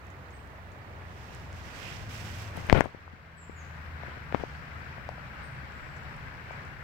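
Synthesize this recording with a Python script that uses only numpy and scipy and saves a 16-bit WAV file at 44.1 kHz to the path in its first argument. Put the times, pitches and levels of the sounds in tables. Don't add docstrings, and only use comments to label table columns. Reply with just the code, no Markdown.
import sys
import numpy as np
from scipy import signal
from scipy.fft import rfft, irfft
from scipy.io import wavfile
from scipy.ndimage import uniform_filter1d, minimum_filter1d

SR = 44100
rng = np.random.default_rng(int(sys.argv[2]) if len(sys.argv) > 2 else 0)


def transcribe(signal):
    frames = np.atleast_2d(signal).T
    limited = np.clip(frames, -1, 1)
    pcm = np.round(limited * 32767).astype(np.int16)
    wavfile.write(sys.argv[1], SR, pcm)


N = 301203
TIME = np.arange(N) / SR
FREQS = np.fft.rfftfreq(N, 1 / SR)


def water(bubble_db=-7, wash_db=-1, surge_db=0.68):
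    # (frequency [Hz], left gain [dB], right gain [dB])
    river_spectrum = [(20, -100, -100), (285, -81.5, -80.5), (593, -81.5, -80.5), (1100, -83.5, -81.5),
                      (1870, -87.5, -82), (2260, -92.5, -85.5), (3360, -99.5, -97), (4400, -107, -99.5),
                      (5330, -113, -103.5), (8550, -117, -110), (8600, -130, -128), (16000, -140, -140)]
    drain_spectrum = [(20, -100, -100), (340, -84, -83.5), (590, -81, -83.5), (1210, -77, -81),
                      (1544, -72, -82), (2380, -80.5, -84.5), (3490, -98, -93.5), (4280, -101.5, -94.5),
                      (5730, -107, -99), (6150, -110, -107), (8240, -121, -105), (8650, -128, -122),
                      (16000, -140, -140)]
    # (time [s], heading [0 river to 1 drain])
    heading = [(0, 0.023), (1.4, 0.042), (2.4, 0.2), (3.0, 0.55), (3.6, 0.88), (4.3, 1), (6.83, 0.93)]
    # (time [s], level [dB])
    flow = [(0, -1.55), (1.2, 1), (2.6, 3), (3.6, -1.7), (4.3, 0.2), (6.83, 0.15)]
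    splash = ports(amp(wash_db) * wash() + amp(bubble_db) * bubbles())
    facing = np.clip(curve(heading), 0, 1)
    heard = (1 - facing) * colour(splash, river_spectrum) + facing * colour(splash, drain_spectrum)
    return heard * amp(curve(flow) + surge_db * wander(5.5))


def wash(patchy_db=0.5):
    cells = signal.stft(rng.standard_normal((2, N)), nperseg=512)[2]
    patches = uniform_filter1d(rng.standard_normal(cells.shape[1:]), size=7, axis=0)
    patches = unit_rms(uniform_filter1d(patches, size=10, axis=1))
    return unit_rms(signal.istft(cells * amp(patchy_db * patches), nperseg=512)[1][:, :N])


def bubbles(per_s=700, spread_db=3.0, cycles=9, rise=0.077, sizes=32, top_hz=7000):
    out = np.zeros((2, N))
    for hz in np.geomspace(450, top_hz, sizes) * rng.uniform(1.0, 1.04, sizes):
        age = np.arange(int(5 * cycles * SR / hz)) * hz / SR / cycles
        ring = np.exp(-age) * np.sin(2 * np.pi * cycles * age * (1 + rise * age / 2))
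        out += np.sqrt(hz) * unit_rms(shower(ring, per_s / sizes, spread_db))
    return unit_rms(out) * np.sqrt(2 * top_hz / SR)


def grip(pad_ratio=0.25, pad_db=-11, knock_right_db=-32, drag_right_db=-22):
    # (time [s], level [dB], pitch [Hz], asymmetry [0-1])
    contacts = [(2.5752, -25.5, 503, 0), (2.6993, -12, 700, 0), (2.7279, 6.5, 776, 0.66),
                (2.7336, -3.5, 65, 0.34), (2.7555, -8, 500, 0), (2.8081, 6, 770, 0.49),
                (2.822, -15, 600, 0.1), (2.8584, -12, 580, .25), (2.9481, -24, 450, 0.8),
                (3.079, -22, 846, 0.14), (3.137, -27.5, 170, 0), (3.497, -26.5, 395, 0.8),
                (4.0839, -32, 480, 0.6), (4.1731, -33, 430, 0.44), (4.326, -21, 560, .3),
                (4.3470, -7, 880, .9), (4.4377, -15, 487, .1)]
    # (start [s], hold [s], level [dB])
    slides = [(2.549, 0.043, -22.5), (2.6, 0.13, -29), (2.687, 0.058, -13.5), (2.744, 0.045, 1.5),
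              (2.839, 0.012, -11.5), (4.34, 0.0085, -16), (4.394, 0.0083, -18.5)]
    # (frequency [Hz], gain [dB])
    skin_spectrum = [(20, -39), (150, -39.5), (350, -46.5), (700, -49.5), (1300, -54.5), (2400, -59),
                     (4500, -76), (7000, -90.5), (16000, -118)]
    knocks = np.zeros(N)
    for s, db, hz, asymmetry in contacts:
        pad_push = asymmetry * amp(pad_db) * press(hz * pad_ratio, asymmetry)
        swing = press(hz, asymmetry) + pad_push
        add(knocks, s - len(swing) / 2 / SR, amp(db) * swing)
    slips = unit_rms(impulses(3000, 0.61) + rng.standard_normal((2, N)))
    pressure = np.max([amp(db) * stroke(s, 0.002, hold, t60=0.13) for s, hold, db in slides], axis=0)
    drag = colour(slips, skin_spectrum) * pressure + creaks(pressure)
    return knocks * near_left(knock_right_db) + drag * near_left(drag_right_db)


def press(hz, asymmetry):
    u = np.pi * hz * np.arange(-SR // 20, SR // 20) / SR
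    swing = ((1 - asymmetry) * (1 - 2 * u ** 2) - 2 * asymmetry * u) * np.exp(-u ** 2)
    return swing / abs(swing).max()


def creaks(pressure, hz=10000, db=-52):
    cracks = shower(damped_ring(hz, cycles=0.16), per_s=130, spread_db=4)
    return amp(db) * unit_rms(cracks) * pressure ** 0.79


def taps(hollow_hz=636):
    # (time [s], peak level [dB])
    touches = [(4.0343, -26), (4.981, -31), (5.0903, -20.5), (5.1813, -32.5), (6.5086, -26)]
    out = np.zeros(N)
    for s, db in touches:
        add(out, s, amp(db) * damped_ring(hollow_hz, cycles=0.51))
    return out * near_left(right_db=-20)


def ticks(echo_db=-15):
    # (time [s], level [dB], pitch [Hz], left minus right [dB])
    snaps = [(.069, -50, 6400, -7), (.475, -52, 6700, -7), (1.349, -44, 7100, 21.5),
             (1.529, -44, 6000, -11), (2.179, -38, 6450, -4), (2.570, -40.5, 10500, 21),
             (2.669, -45, 9000, 13), (2.6984, -15, 1760, 21), (2.7060, -21.5, 1660, 4),
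             (2.727, -19, 3600, 12), (2.8077, -9.5, 1530, 26), (2.842, -40, 8700, 11),
             (2.854, -43, 6600, 6), (4.3245, -31, 1720, 13), (4.3473, -23.5, 1850, 4),
             (5.0904, -40, 4700, 7), (6.166, -52, 7800, -15), (6.652, -52.5, 6860, -20)]
    out = np.zeros((2, N))
    for s, db, hz, left_db in snaps:
        add(out, s, amp(db) * pan(left_db) * damped_ring(hz, cycles=0.51))
    return out + amp(echo_db) * echoes(out, t60=0.08)


def sleeve(catch_db=-6, fizz_hz=7600, flutter_db=1.2):
    # (frequency [Hz], left gain [dB], right gain [dB])
    cloth_spectrum = [(400, -110, -110), (1500, -112, -77.5), (2630, -84, -77.5), (4120, -91.5, -86),
                      (5200, -95, -83), (6140, -93.5, -86), (7260, -96.5, -92.5), (7950, -93, -90.5),
                      (9100, -100, -109), (12500, -97, -109), (16000, -102, -108)]
    # (start [s], rise [s], hold [s], 60 dB decay [s], level [dB], treble gain [dB])
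    strokes = [(0.976, 0.31, 0.08, 1.5, -9.5, -0.5), (1.503, .3, 0.1, 1.16, -1.4, -1.5),
               (2.085, .02, 0.32, 0.72, -2, 1.5), (2.54, 0.038, 0.13, .9, -8, 0.5),
               (2.73, 0.017, 0.038, .4, -1, -7), (4.3, 0.11, 0.057, .9, -10.5, -12)]
    threads = rng.standard_normal((2, N)) + amp(catch_db) * impulses(1500, 5.5)
    rub = colour(unit_rms(threads), cloth_spectrum)
    fizz = signal.sosfiltfilt(signal.butter(2, fizz_hz, "highpass", fs=SR, output="sos"), rub)
    swish = sum(amp(db) * stroke(s, rise, hold, t60) * (rub - fizz + amp(treble_db) * fizz)
                for s, rise, hold, t60, db, treble_db in strokes)
    return (swish + ribbed_fold()) * amp(flutter_db * wander(20))


def ribbed_fold(db=-50, jitter=0.16):
    gain, hz = swell(at_s=1.87, width_s=0.065, hz=2650, octaves_per_s=1.8)
    rib_hz = hz * (1 + jitter * np.array([wander(780), wander(770)]))
    return amp(db) * gain * np.sin(phase(rib_hz)) * pan(-18.5)


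def traffic(engines_db=1.5):
    # (frequency [Hz], gain [dB])
    road_spectrum = [(15, -84), (35, -71.5), (55, -68.5), (70, -65), (95, -67), (125, -66), (170, -72.5),
                     (240, -77.5), (400, -95), (900, -115)]
    # (time [s], level [dB])
    road_level = [(0, -8.5), (2, 0.5), (3.4, -4.5), (4.6, -2), (6.83, -1)]
    # (nearest at [s], nearest distance over speed [s], firing rate [Hz],
    # Mach number, fundamental level [dB], octave level [dB])
    passes = [(3.0, 1.5, 83, .1, -46.5, -56.5), (3.5, 5.1, 66.3, 0.0496, -55, -58)]
    rumble = colour(ports(rng.standard_normal((2, N))), road_spectrum) * amp(curve(road_level))
    load, hz = swell(at_s=2.28, width_s=0.34, hz=106.5, octaves_per_s=0.06)
    engines = sum(vehicle(*row) for row in passes) + load * engine(hz, first_db=-44, octave_db=-59)
    return (rumble + amp(engines_db) * engines) * pan(1.16)


def vehicle(nearest_s, pass_s, hz, mach, first_db, octave_db, exhaust_db=7.5):
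    along = (TIME - nearest_s) / pass_s
    distance = np.hypot(1, along)
    receding = along / distance
    return engine(hz * (1 - mach * receding), first_db, octave_db + exhaust_db * receding) / distance


def engine(hz, first_db, octave_db, waver_db=3, drift_hz=1.114):
    firing = phase(hz + drift_hz * wander(3.88))
    first = amp(first_db + waver_db * wander(3.7)) * np.sin(firing)
    return first + amp(octave_db + waver_db * wander(4.5)) * np.sin(2 * firing)


def birds(direct_db=-4.5, echo_db=-5.5):
    # (start [s], length [s], first pitch [Hz], last pitch [Hz], arch [Hz], level [dB],
    # buzz [share of pitch])
    calls = [(0.323, 0.065, 8050, 8050, 150, -64, 0.02), (3.363, 0.1, 8120, 7150, -100, -52, 0.014),
             (3.55, 0.085, 7500, 6070, 2, -55, .018), (5.422, 0.059, 8000, 8000, 700, -62, .012),
             (5.633, 0.46, 7350, 7330, 252, -72, 0.049)]
    song, quaver = np.zeros(N), wander(480)
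    for s, length, first_hz, last_hz, arch_hz, db, buzz in calls:
        u = np.linspace(0, 1, int(length * SR))
        hz = first_hz + (last_hz - first_hz) * u + arch_hz * np.sin(np.pi * u)
        hz *= 1 + buzz * np.interp(s + u * length, TIME, quaver)
        add(song, s, amp(db) * np.sin(phase(hz)) * signal.windows.tukey(len(u), 0.48))
    return (amp(direct_db) * song + amp(echo_db) * echoes(song[None], t60=0.5)) * pan(-8)


def stalks(hz=6500, db=-83):
    snaps = shower(damped_ring(hz, cycles=0.95), per_s=9, spread_db=6.0)
    return amp(db) * unit_rms(snaps + echoes(snaps, t60=0.046)) * pan(-0.5)


def whine(hz=11900, jitter_hz=25, db=-88, start_s=2.6, stop_s=6.6):
    tone = np.sin(phase(hz + jitter_hz * wander(200)))
    return amp(db) * tone * (TIME > start_s) * (TIME < stop_s) * pan(6.9)


def ports(x, right_lead_rad=0.52):
    # (frequency [Hz], coherence [limited below to -1 to 1])
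    likeness = [(60, 0.45), (150, 0.96), (300, 0.9), (640, 0.46), (1000, 0.14), (1400, -0.28), (2200, 0.1),
                (5000, -0.1), (16000, -1.5)]
    left, unrelated = rfft(x)
    coherence = np.clip(spectrum(likeness)[0], -1, 1)
    right = coherence * left + np.sqrt(1 - coherence ** 2) * unrelated
    return irfft(np.array([left, right * np.exp(1j * right_lead_rad)]), N)


def echoes(x, t60, build_s=0.0093):
    t = np.arange(SR // 2) / SR
    tail = rng.standard_normal((2, len(t))) * amp(-60 * t / t60) * (1 - np.exp(-t / build_s))
    return signal.fftconvolve(x, tail / np.linalg.norm(tail[0]), axes=1)[:, :N]


def damped_ring(hz, cycles):
    turns = hz * np.arange(SR // 10) / SR
    ring = np.gradient(turns * np.exp(-turns / cycles) * np.sin(2 * np.pi * turns))
    return ring / abs(ring).max()


def impulses(per_s, spread_db):
    size = amp(spread_db * np.minimum(rng.exponential(1, (2, N)), 4))
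    return unit_rms(size * rng.choice([-1, 1], (2, N)) * (rng.random((2, N)) < per_s / SR))


def shower(ring, per_s, spread_db):
    return signal.oaconvolve(impulses(per_s, spread_db), ring[None], axes=1)[:, :N]


def stroke(start, rise, hold, t60):
    age = TIME - start
    return np.clip(age / rise, 0, 1) * amp(-60 * np.maximum(age - rise - hold, 0) / t60)


def swell(at_s, width_s, hz, octaves_per_s):
    age = np.clip(TIME - at_s, -4 * width_s, 4 * width_s)
    return np.exp(-(age / width_s) ** 2), hz * 2 ** (octaves_per_s * age)


def wander(rate_hz):
    return unit_rms(irfft(rfft(rng.standard_normal(N)) * np.exp(-(FREQS / rate_hz) ** 2), N))


def colour(x, rows):
    return irfft(rfft(x) * amp(spectrum(rows)) * np.sqrt(SR / 2), N)


def spectrum(rows):
    hz, *columns = np.transpose(rows)
    return np.array([np.interp(np.log(FREQS + 1), np.log(hz + 1), c) for c in columns])


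def curve(rows):
    s, *columns = np.transpose(rows)
    return np.array([np.interp(TIME, s, c) for c in columns])


def phase(hz):
    return 2 * np.pi * np.cumsum(hz, axis=-1) / SR


def amp(db):
    return 10 ** (np.asarray(db) / 20)


def unit_rms(x):
    return x / np.sqrt(np.mean(x ** 2) + 1e-20)


def pan(left_db):
    return amp(np.array([[left_db], [-left_db]]) / 2)


def near_left(right_db):
    return np.array([[1], [amp(right_db)]])


def add(mix, s, sound):
    part = mix[..., round(s * SR):][..., :sound.shape[-1]]
    part += sound[..., :part.shape[-1]]


def scene():
    return water() + traffic() + sleeve() + grip() + taps() + ticks() + stalks() + birds() + whine()


def record(dry, threshold_db=-4.0, slope=1.68, hold_s=0.49, recover_db_per_s=10, attack_s=0.016):
    # (frequency [Hz], density [dB per Hz])
    hiss_spectrum = [(20, -120), (9000, -118.5), (12000, -115), (15500, -112.5)]
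    x = dry + colour(rng.standard_normal((2, N)), hiss_spectrum)
    peak_db = 20 * np.log10(np.clip(abs(x).max(0), 1e-6, 1))
    over_db = np.maximum(peak_db - threshold_db, 0)
    hold = int(hold_s * SR)
    held_db = -minimum_filter1d(-over_db, hold, origin=(hold - 1) // 2, mode="constant")
    recovery_db = recover_db_per_s * TIME
    control_db = np.maximum.accumulate(held_db + recovery_db) - recovery_db
    pole = np.exp(-1 / (attack_s * SR))
    duck_db = slope * signal.lfilter([1 - pole], [1, -pole], control_db)
    clipped = np.clip(x * amp(-duck_db), -0.97, 0.97)
    lowpass = signal.firwin(511, cutoff=15900, window=("kaiser", 9), fs=SR)
    return signal.oaconvolve(clipped, lowpass[None], "same")


dry = scene()
out = record(dry)
transcribe(out)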